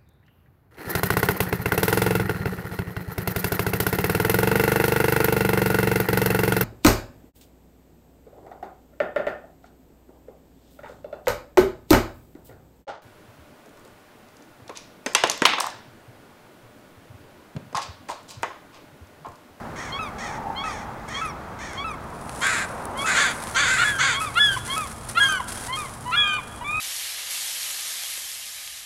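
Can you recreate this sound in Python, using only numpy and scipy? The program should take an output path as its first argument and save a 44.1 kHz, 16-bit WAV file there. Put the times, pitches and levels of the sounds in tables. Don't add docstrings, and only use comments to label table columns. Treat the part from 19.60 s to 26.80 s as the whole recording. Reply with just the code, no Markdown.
import sys
import numpy as np
from scipy import signal
from scipy.fft import rfft, irfft, next_fast_len
from scipy.io import wavfile
from scipy.ndimage import uniform_filter1d, map_coordinates

SR = 44100
rng = np.random.default_rng(int(sys.argv[2]) if len(sys.argv) > 2 else 0)


def inscribe(sig):
    pcm = np.round(np.clip(np.atleast_2d(sig).T, -1, 1) * 32767)
    wavfile.write(sys.argv[1], SR, pcm.astype(np.int16))


N = 317520
TIME = np.arange(N) / SR
TOP_HZ = 15750

# resonance_hz, level_db
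LOW_THROAT = [(600, -11), (1000, 0), (2000, -17), (3000, -17), (5500, -45)]
# time_s, level_db
IDLE_LEVEL = [(3.7, -54), (4.1, -44), (7.2, -47.5)]


def undb(db):
    return 10 ** (np.asarray(db) / 20)


def unit(x):
    return x / (x.std() + 1e-12)


def curve(rows):
    return np.interp(TIME, *np.transpose(rows))


def add(out, start, x):
    i = max(int(start * SR), 0)
    out[i:i + len(x)] += x[:max(N - i, 0)]


def wander(rate, size):
    at = np.arange(size) * rate / SR
    points = np.random.default_rng(rng.integers(2 ** 31)).standard_normal(int(at[-1]) + 2)
    return map_coordinates(points, [at], order=2, mode="nearest")


def colour(x, points):
    size = 2 * next_fast_len(len(x) // 2 + 512)
    hz, db = np.transpose(points)
    bins = np.maximum(np.arange(size // 2 + 1) * SR / size, 1)
    outline_db = np.interp(np.log(bins), np.log(hz), db)
    cepstrum = irfft(np.log(undb(outline_db)))
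    cepstrum[1:size // 2] *= 2
    cepstrum[size // 2 + 1:] = 0
    response = np.exp(rfft(cepstrum))
    return irfft(rfft(x, size) * response, size)[:len(x)]


def treble(x, hz, db):
    body = signal.sosfiltfilt(signal.butter(4, hz, fs=SR, output="sos"), x)
    return body + (x - body) * undb(db)


def throat_filter(x, throat, scale):
    at = np.cumsum(scale)
    grid = np.arange(int(at[-1]) + 1)
    slowed = map_coordinates(x, [np.interp(grid, at, np.arange(len(x)))])
    return map_coordinates(colour(slowed, throat), [at])


def ringing(throat, ring_db):
    return [(hz, db + ring_db * np.exp(-(2 * np.log2(hz / 3300)) ** 2)) for hz, db in throat]


def note(start, length, hz, db, crest_s, attack_s, release_s, scoop=0, droop=0, bend=1,
         sag_db_per_s=0, edge_db=30, shut_db=0, open_s=0, snap_s=.0024):
    t = np.linspace(0, length, 80)
    ramp = lambda x, span: np.clip(1 - x / max(span, 1e-4), 0, 1) ** 2
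    past = np.maximum(t - crest_s, 0)
    fall = (past / max(past[-1], 1e-4)) ** bend
    pitch = hz * (1 - scoop * ramp(t, crest_s) - droop * fall)
    edges = ramp(t, attack_s) + ramp(length - t, release_s)
    level = db - sag_db_per_s * past - edge_db * edges
    treble_db = -shut_db * (1 - np.tanh((t - open_s) / snap_s)) / 2
    return np.column_stack([start + t, pitch, level, treble_db])


def relaxed(rows, push_s, relax_s=.013, relax_db=8.5, relax_pitch=.046):
    s, hz, db, treble_db = rows.T
    ease = (1 + np.tanh((s - s[0] - push_s) / (2 * relax_s))) / 2
    return np.column_stack([s, hz * (1 - relax_pitch * ease), db - relax_db * ease, treble_db])


def call(rows, throat, jitter, shimmer, rasp=0, flutter=0, flutter_hz=50, subtone=0, beak=0,
         throb_db=0, waver_db=0, tire=0, spread=1, treble_hz=2370):
    s, pitch, db, treble_db = np.transpose(rows)
    t = np.arange(s[0], max(s[-1], s[0] + .01), 1 / SR)
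    size = len(t)
    progress = np.linspace(0, 1, size)
    trill = np.sin(2 * np.pi * np.cumsum(flutter_hz * (1 + .1 * wander(39, size))) / SR)
    hz = np.interp(t, s, pitch) * (1 + jitter * wander(600, size) + flutter * trill)
    phase = 2 * np.pi * np.cumsum(hz) / SR
    pulses = np.zeros(size)
    for k in range(1, int(TOP_HZ / np.min(pitch)) + 1):
        strength = undb(waver_db * min(k / 3, 1) ** 2 * wander(45, size)) * (k * hz < TOP_HZ)
        pulses += np.cos(k * phase + spread * np.pi * k * k / 11) * strength
    pulses = unit(pulses) * (1 + subtone * wander(54.4, size) * np.cos(phase / 2))
    air = rasp * unit((1 + np.cos(phase)) ** 4 * wander(SR, size))
    opening = 1 - beak * np.exp(-(t - t[0]) / .025)
    voice = throat_filter(pulses + air, throat, opening)
    voice = voice / np.sqrt(uniform_filter1d(voice ** 2, SR // 80) + 1e-12)
    voice = treble(voice, treble_hz, np.interp(t, s, treble_db) + throb_db * trill)
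    edges = np.clip(np.minimum(t - t[0], t[-1] - t) / .004, 0, 1)
    shake = np.exp((shimmer + tire * progress) * wander(216.5, size))
    return voice * edges * undb(np.interp(t, s, db)) * shake


def bird(notes, throat, **voice):
    out = np.zeros(N)
    for rows in notes:
        add(out, rows[0][0], call(rows, throat, **voice))
    return out


def ground(x, lag_s, share):
    bounce = np.interp(TIME - lag_s, TIME, x, left=0)
    return (x + share * bounce) / np.hypot(1, share)


def lot(x, wall_s=.26, wall_db=-35, tail_db=-23, t60=.81):
    # band_hz, level_db
    lot_colour = [(200, -26), (1000, -2), (3400, -8.5), (14000, -37)]
    t = TIME[:SR]
    tail = unit(colour(rng.standard_normal(SR), lot_colour)) * undb(-60 * t / t60)
    scatter = signal.fftconvolve(x, tail / np.sqrt(np.sum(tail ** 2)))[:N]
    off_wall = np.interp(TIME - wall_s, TIME, scatter, left=0)
    return undb(tail_db) * scatter + undb(wall_db) * off_wall


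def town():
    # band_hz, level_db (per Hz)
    traffic_colour = [(15, -37), (25, -4), (59, 1.5), (215, 0.5), (380, -4.5), (871, -2), (1240, -3),
                      (3000, -25), (10400, -34.5), (15500, -38.5)]
    # time_s, level_db
    traffic_level = [(0, -35.5), (2.3, -37), (3.4, -36), (5, -40.5)]
    engine_hz, hum_hz, hum_db = 129.5, 229.8, -49.5
    traffic = unit(colour(rng.standard_normal(N), traffic_colour)) * undb(curve(traffic_level))
    engine = np.sin(2 * np.pi * np.cumsum(engine_hz * (1 + .02665 * wander(7.3, N))) / SR)
    engine = engine * undb(curve(IDLE_LEVEL) + 4.3 * wander(6.7, N))
    hum = np.sin(2 * np.pi * np.cumsum(hum_hz * (1 + .0143 * wander(12, N))) / SR)
    hum = hum * undb(hum_db + 2.7 * wander(2.9, N))
    return traffic + hum + engine


def cars():
    # band_hz, level_db (per Hz)
    tyre_colour = [(150, -27), (400, -3), (750, 0.5), (1100, -1), (8000, -62)]
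    # band_hz, level_db (per Hz)
    rumble_colour = [(15, -15), (110, 0), (160, -20), (600, -53)]
    pass_s, pass_width_s, pass_db = 3.42, .49, -35
    rumble_db = 1
    swell = undb(pass_db) / (1 + ((TIME - pass_s) / pass_width_s) ** 2)
    tyres = unit(colour(rng.standard_normal(N), tyre_colour)) * swell
    rumble = unit(colour(rng.standard_normal(N), rumble_colour)) * undb(curve(IDLE_LEVEL) + rumble_db)
    return tyres + rumble


def handling():
    # time_s, effort_db
    rustle = [(2.4, -67), (2.65, -54.5), (2.85, -41), (3.33, -59.5), (4.3, -51), (5.45, -53.5), (7.2, -53)]
    # start_s, hold_s, effort_db, fade_db_per_s
    squeezes = [(3.381, 0.22, -42.5, 8), (4.085, 0.22, -43.5, 47), (4.601, 0.012, -41, 105),
                (4.777, 0.18, -41.5, 87), (5.062, 0.14, -42.5, 63), (5.492, 0.0089, -39.5, 250),
                (5.584, 0.14, -40, 205), (5.88, 0.19, -41.5, 222), (6.158, 0.027, -40.5, 63)]
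    grip_db_per_s = 900
    power = undb(curve(rustle)) ** 2 * (TIME > rustle[0][0])
    for s, hold_s, db, fade_db_per_s in squeezes:
        before = np.clip(s - TIME, 0, 1)
        after = np.clip(TIME - s - hold_s, 0, 2)
        power = power + undb(db - grip_db_per_s * before - fade_db_per_s * after) ** 2
    return np.sqrt(power)


def bag(crinkle_db=8):
    # band_hz, level_db
    film_colour = [(1500, -4), (3000, -11), (7000, -9), (10000, -2), (11800, -14.5), (15500, -26.5)]
    # start_s, peak_db, tilt_db_per_octave
    snaps = [(1.488, -29, 1), (2.133, -24.5, -3.5), (2.694, -21, -4), (2.869, -13, 3), (3.254, -20.5, 6.5),
             (5.179, -14, 1)]
    bursts_per_s, burst_s, burst_spread_db = 300, .006, 3.5
    clicks_per_s, hiss = 2500, .55
    work = handling()
    t = TIME[:SR // 25]
    busy = np.sqrt(work / work.max()) + 1e-3
    chance = rng.random(N) < busy * bursts_per_s / SR
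    burst_power = undb(burst_spread_db * np.clip(rng.standard_normal(N), -2, 2)) ** 2
    bursts = np.abs(signal.fftconvolve(chance * burst_power / busy, np.exp(-2 * t / burst_s))[:N])
    click_power = (rng.random(N) < clicks_per_s / SR) * rng.exponential(size=N)
    clicks = np.abs(signal.fftconvolve(click_power, np.exp(-t / .0004))[:N])
    energy = bursts * clicks * (work > 0)
    grain = np.sqrt(energy / energy[work > 0].mean() + hiss ** 2)
    crinkle = colour(rng.standard_normal(N) * grain, film_colour)
    out = crinkle / crinkle[work > 0].std() * work * undb(crinkle_db)
    for s, db, tilt_db in snaps:
        tilted = [(hz, band_db + tilt_db * np.log2(hz)) for hz, band_db in film_colour]
        snap = colour(rng.standard_normal(len(t)) * np.exp(-4 * t / burst_s), tilted)
        add(out, s, snap / np.abs(snap).max() * undb(db))
    return out


def far_birds():
    # resonance_hz, level_db
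    far_throat = [(700, -54), (1300, 2.5), (1650, 6.5), (2000, 6), (2800, -11), (3500, -6.5), (4800, -15.5),
                  (5550, -6.5), (6600, -7), (7200, -14), (9600, -18.5), (11000, -37)]
    # start_s, length_s, top_pitch_hz, level_db
    far_caws = [(0.157, 0.18, 647, -36), (.581, 0.21, 656, -34), (1.034, 0.22, 650, -36.5),
                (1.477, .218, 643, -35), (1.986, 0.22, 620, -36.5)]
    # start_s, level_db
    strong_beats = [(.815, -31), (.866, -30), (.898, -29)]
    rattle_hz, beat_s = 831, .012
    shape = dict(crest_s=.06, scoop=.23, droop=.33, bend=1.2, attack_s=.046, sag_db_per_s=51,
                 release_s=.044, edge_db=7.5)
    caws = bird([note(*row, **shape) for row in far_caws], far_throat, jitter=.018, shimmer=.1, rasp=.55,
                flutter=.036, flutter_hz=47, subtone=.1, throb_db=.4, waver_db=1, spread=.15)
    half = beat_s / 2
    beats = [note(s, beat_s, rattle_hz, db, crest_s=half, attack_s=half, release_s=half)
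             for s, db in strong_beats]
    drone = note(.55, .84, rattle_hz, -35, crest_s=.234, scoop=.0589, attack_s=.35, release_s=.74, edge_db=11.5)
    rattle = bird([drone] + beats, [(850, -6), (8000, -79)], jitter=.06, shimmer=.35, rasp=.36, flutter=.08)
    return ground(caws, lag_s=.000914, share=.32) + rattle


def near_crows():
    # resonance_hz, level_db
    drawling_throat = [(650, -25), (1150, -3.5), (1600, 9), (1900, 3.5), (2350, 1.5), (3050, -13),
                       (3850, -6.5), (4400, -12.5), (6100, -17), (7200, -4), (10200, -23), (14000, -55)]
    curt_throat = [(650, -17), (1080, -7), (1480, 7), (1850, -1.5), (2300, 0), (2800, -12), (3550, -1),
                   (4100, -15), (4600, -6.5), (5450, -25), (6400, -8.5), (7200, -9), (9000, -20),
                   (14000, -63)]
    # start_s, length_s, top_pitch_hz, level_db
    drawling_caws = [(2.815, 0.24, 520.3, -21), (3.457, 0.22, 510, -20), (4.067, .26, 518.6, -20.5)]
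    curt_caws = [(3.548, 0.19, 579.5, -20), (3.944, 0.2, 572.6, -19), (4.383, .196, 550.7, -18.5)]
    drawling_shape = dict(crest_s=.04, scoop=.18, droop=.28, bend=1.4, attack_s=.044, sag_db_per_s=33,
                          release_s=.046, edge_db=7)
    curt_shape = dict(crest_s=.07, scoop=.26, droop=.31, bend=1.1, attack_s=.03, sag_db_per_s=41,
                      release_s=.08, edge_db=13)
    voice = dict(jitter=.028, shimmer=.12, rasp=.45, flutter=.032, flutter_hz=52, subtone=.55,
                 throb_db=.8, waver_db=1, spread=.3)
    drawling = bird([note(*row, **drawling_shape) for row in drawling_caws], drawling_throat, beak=.088, **voice)
    curt = bird([note(*row, **curt_shape) for row in curt_caws], curt_throat, beak=.14, **voice)
    return ground(drawling + curt, lag_s=.00637, share=.47)


def mewing_gull():
    # resonance_hz, level_db
    mew_throat = [(1000, -20), (1230, 2.5), (2050, -20), (2460, 8), (3650, -12), (5200, -59), (7400, -19),
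                  (9000, -60)]
    # break_s, length_s, pitch_hz, upward_scoop (0-1), level_db, lead_in_s, lead_in_level_db
    mew_calls = [(6.527, 0.28, 1219, 0.03, -25, .075, -27.5), (7.041, 0.22, 1266, .105, -24, 0.031, -26)]
    lead_hz = 1018
    lead_shape = dict(crest_s=.094, scoop=.066, attack_s=.057, release_s=.022, edge_db=9)
    mew_shape = dict(crest_s=.175, droop=.097, bend=6.4, attack_s=.18, release_s=.078, edge_db=10.5)
    leads = [note(s - lead_s, lead_s, lead_hz, db, **lead_shape) for s, *_, lead_s, db in mew_calls]
    mews = [note(s, length, hz, db, scoop=scoop, **mew_shape) for s, length, hz, scoop, db, *_ in mew_calls]
    lead_in = bird(leads, LOW_THROAT, jitter=.0052, shimmer=.29)
    return lead_in + bird(mews, mew_throat, jitter=.0029, shimmer=.2, rasp=.015)


def crying_gull():
    # resonance_hz, level_db
    onset_throat = [(690, -12), (1380, 14), (2050, -1), (2700, 2), (3450, -2.5), (4150, -3), (4700, -22),
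                    (12000, -35)]
    cry_throat = [(1650, 2), (3050, -4), (3380, 3.5), (4700, -23.5), (6600, -22.5), (15000, -54)]
    # break_s, length_s, hard_push_s, top_pitch_hz, level_db, upper_throat_ring_db,
    # hoarse_start_s (its length), hoarse_level_db, roughness (0-1)
    cry_calls = [(4.243, 0.18, 0.079, 1708, -21.5, -9.5, 0.075, -19.5, 0.72),
                 (4.79, 0.17, 0.078, 1714, -13, 1.5, 0.04, -14, 0.25),
                 (5.597, .195, .052, 1666, -13.5, -1, .05, -17, 0.54),
                 (6.558, 0.22, 0.082, 1683, -17, 6, 0.049, -18, 0.44)]
    hoarse_ratio = .425
    drop_hz, drop_s, drop_db = 1360, .032, -13
    hoarse_shape = dict(crest_s=.055, scoop=.17, attack_s=.04, release_s=.014, edge_db=22)
    cry_shape = dict(crest_s=.04, scoop=.026, droop=.085, bend=2.1, attack_s=.02, sag_db_per_s=20,
                     release_s=.06, edge_db=9, shut_db=6, open_s=.016)
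    drop_shape = dict(crest_s=.001, droop=.32, bend=.25, attack_s=.008, release_s=.025, edge_db=16)
    out = np.zeros(N)
    for s, length, push_s, hz, db, ring_db, hoarse_s, hoarse_db, rough in cry_calls:
        hoarse = note(s - hoarse_s, hoarse_s + .0075, hz * hoarse_ratio, hoarse_db, **hoarse_shape)
        clear = relaxed(note(s, length, hz, db, **cry_shape), push_s)
        drop = note(s + length, drop_s, drop_hz, db + drop_db, **drop_shape)
        out += bird([hoarse], onset_throat, jitter=.02 * rough, shimmer=.36 * rough, rasp=.2 * rough,
                    subtone=.35 * rough, flutter=.025 * rough, throb_db=2 * rough, waver_db=3, tire=.12)
        out += bird([clear], ringing(cry_throat, ring_db), jitter=.005, shimmer=.04, rasp=.03,
                    subtone=.03, waver_db=5, tire=.3)
        out += bird([drop], LOW_THROAT, jitter=.04, shimmer=.25, rasp=.2)
    return out


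def yelping_gull():
    # resonance_hz, level_db
    rise_throat = [(1080, 3), (2200, -0.5), (3000, 4), (3250, 10), (3480, -9), (4250, 1.5), (4550, -16),
                   (7000, -23), (12000, -66)]
    fall_throat = [(1280, 4), (2550, -3), (3550, -12), (3900, -17), (5200, -18), (6100, -17), (7200, -26),
                   (9600, -15.5), (11500, -32), (14000, -39)]
    # break_s, top_pitch_hz, rise_level_db, fall_level_db, beak_opens_s (into the rise)
    yelp_calls = [(0.392, 1302, -31.5, -28.5, 0.021), (1.04, 1299, -31, -28.5, 0.013),
                  (1.615, 1311, -30.5, -26.5, 0.019), (2.245, 1320, -31, -28.5, 0.024),
                  (2.895, 1322, -28.5, -31, 0.011), (3.445, 1304, -27.5, -26.5, 0.035),
                  (4.608, 1291, -26, -26, 0.026), (5.166, 1288, -26.5, -25, 0.024),
                  (5.689, 1257, -27, -28, .03), (6.171, 1241, -25.5, -28.5, 0.047)]
    # time_s, treble_level_db
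    dulling = [(2.3, -1.5), (6.2, -16)]
    rise_s, fall_s, overlap_s = .092, .116, .004
    low_ratio, treble_hz = .868, 3870
    rise_shape = dict(crest_s=.09, scoop=.125, attack_s=.04, release_s=.035, edge_db=9, shut_db=20)
    fall_shape = dict(crest_s=.013, scoop=.026, droop=.23, bend=1.7, attack_s=.0023, sag_db_per_s=116,
                      release_s=.017, shut_db=18, open_s=.028, snap_s=.025)
    rises = [note(s - rise_s, rise_s, hz * low_ratio, db, open_s=open_s, **rise_shape)
             for s, hz, db, _, open_s in yelp_calls]
    falls = [note(s - overlap_s, fall_s, hz, db, **fall_shape) for s, hz, _, db, _ in yelp_calls]
    rise = bird(rises, rise_throat, jitter=.004, shimmer=.1, rasp=.04, waver_db=1.5)
    fall = bird(falls, fall_throat, jitter=.004, shimmer=.08, rasp=.025, waver_db=6, tire=.3,
                treble_hz=treble_hz)
    return treble(rise + fall, treble_hz, curve(dulling))


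def scene():
    near = yelping_gull() + crying_gull() + mewing_gull() + near_crows()
    far = far_birds()
    echoes = lot(near + undb(4.5) * far)
    return (near + far + echoes + bag() + town() + cars())[None]


def record(dry):
    return signal.sosfilt(signal.ellip(10, .2, 80, TOP_HZ, fs=SR, output="sos"), dry)


dry = scene()
out = record(dry)
inscribe(out)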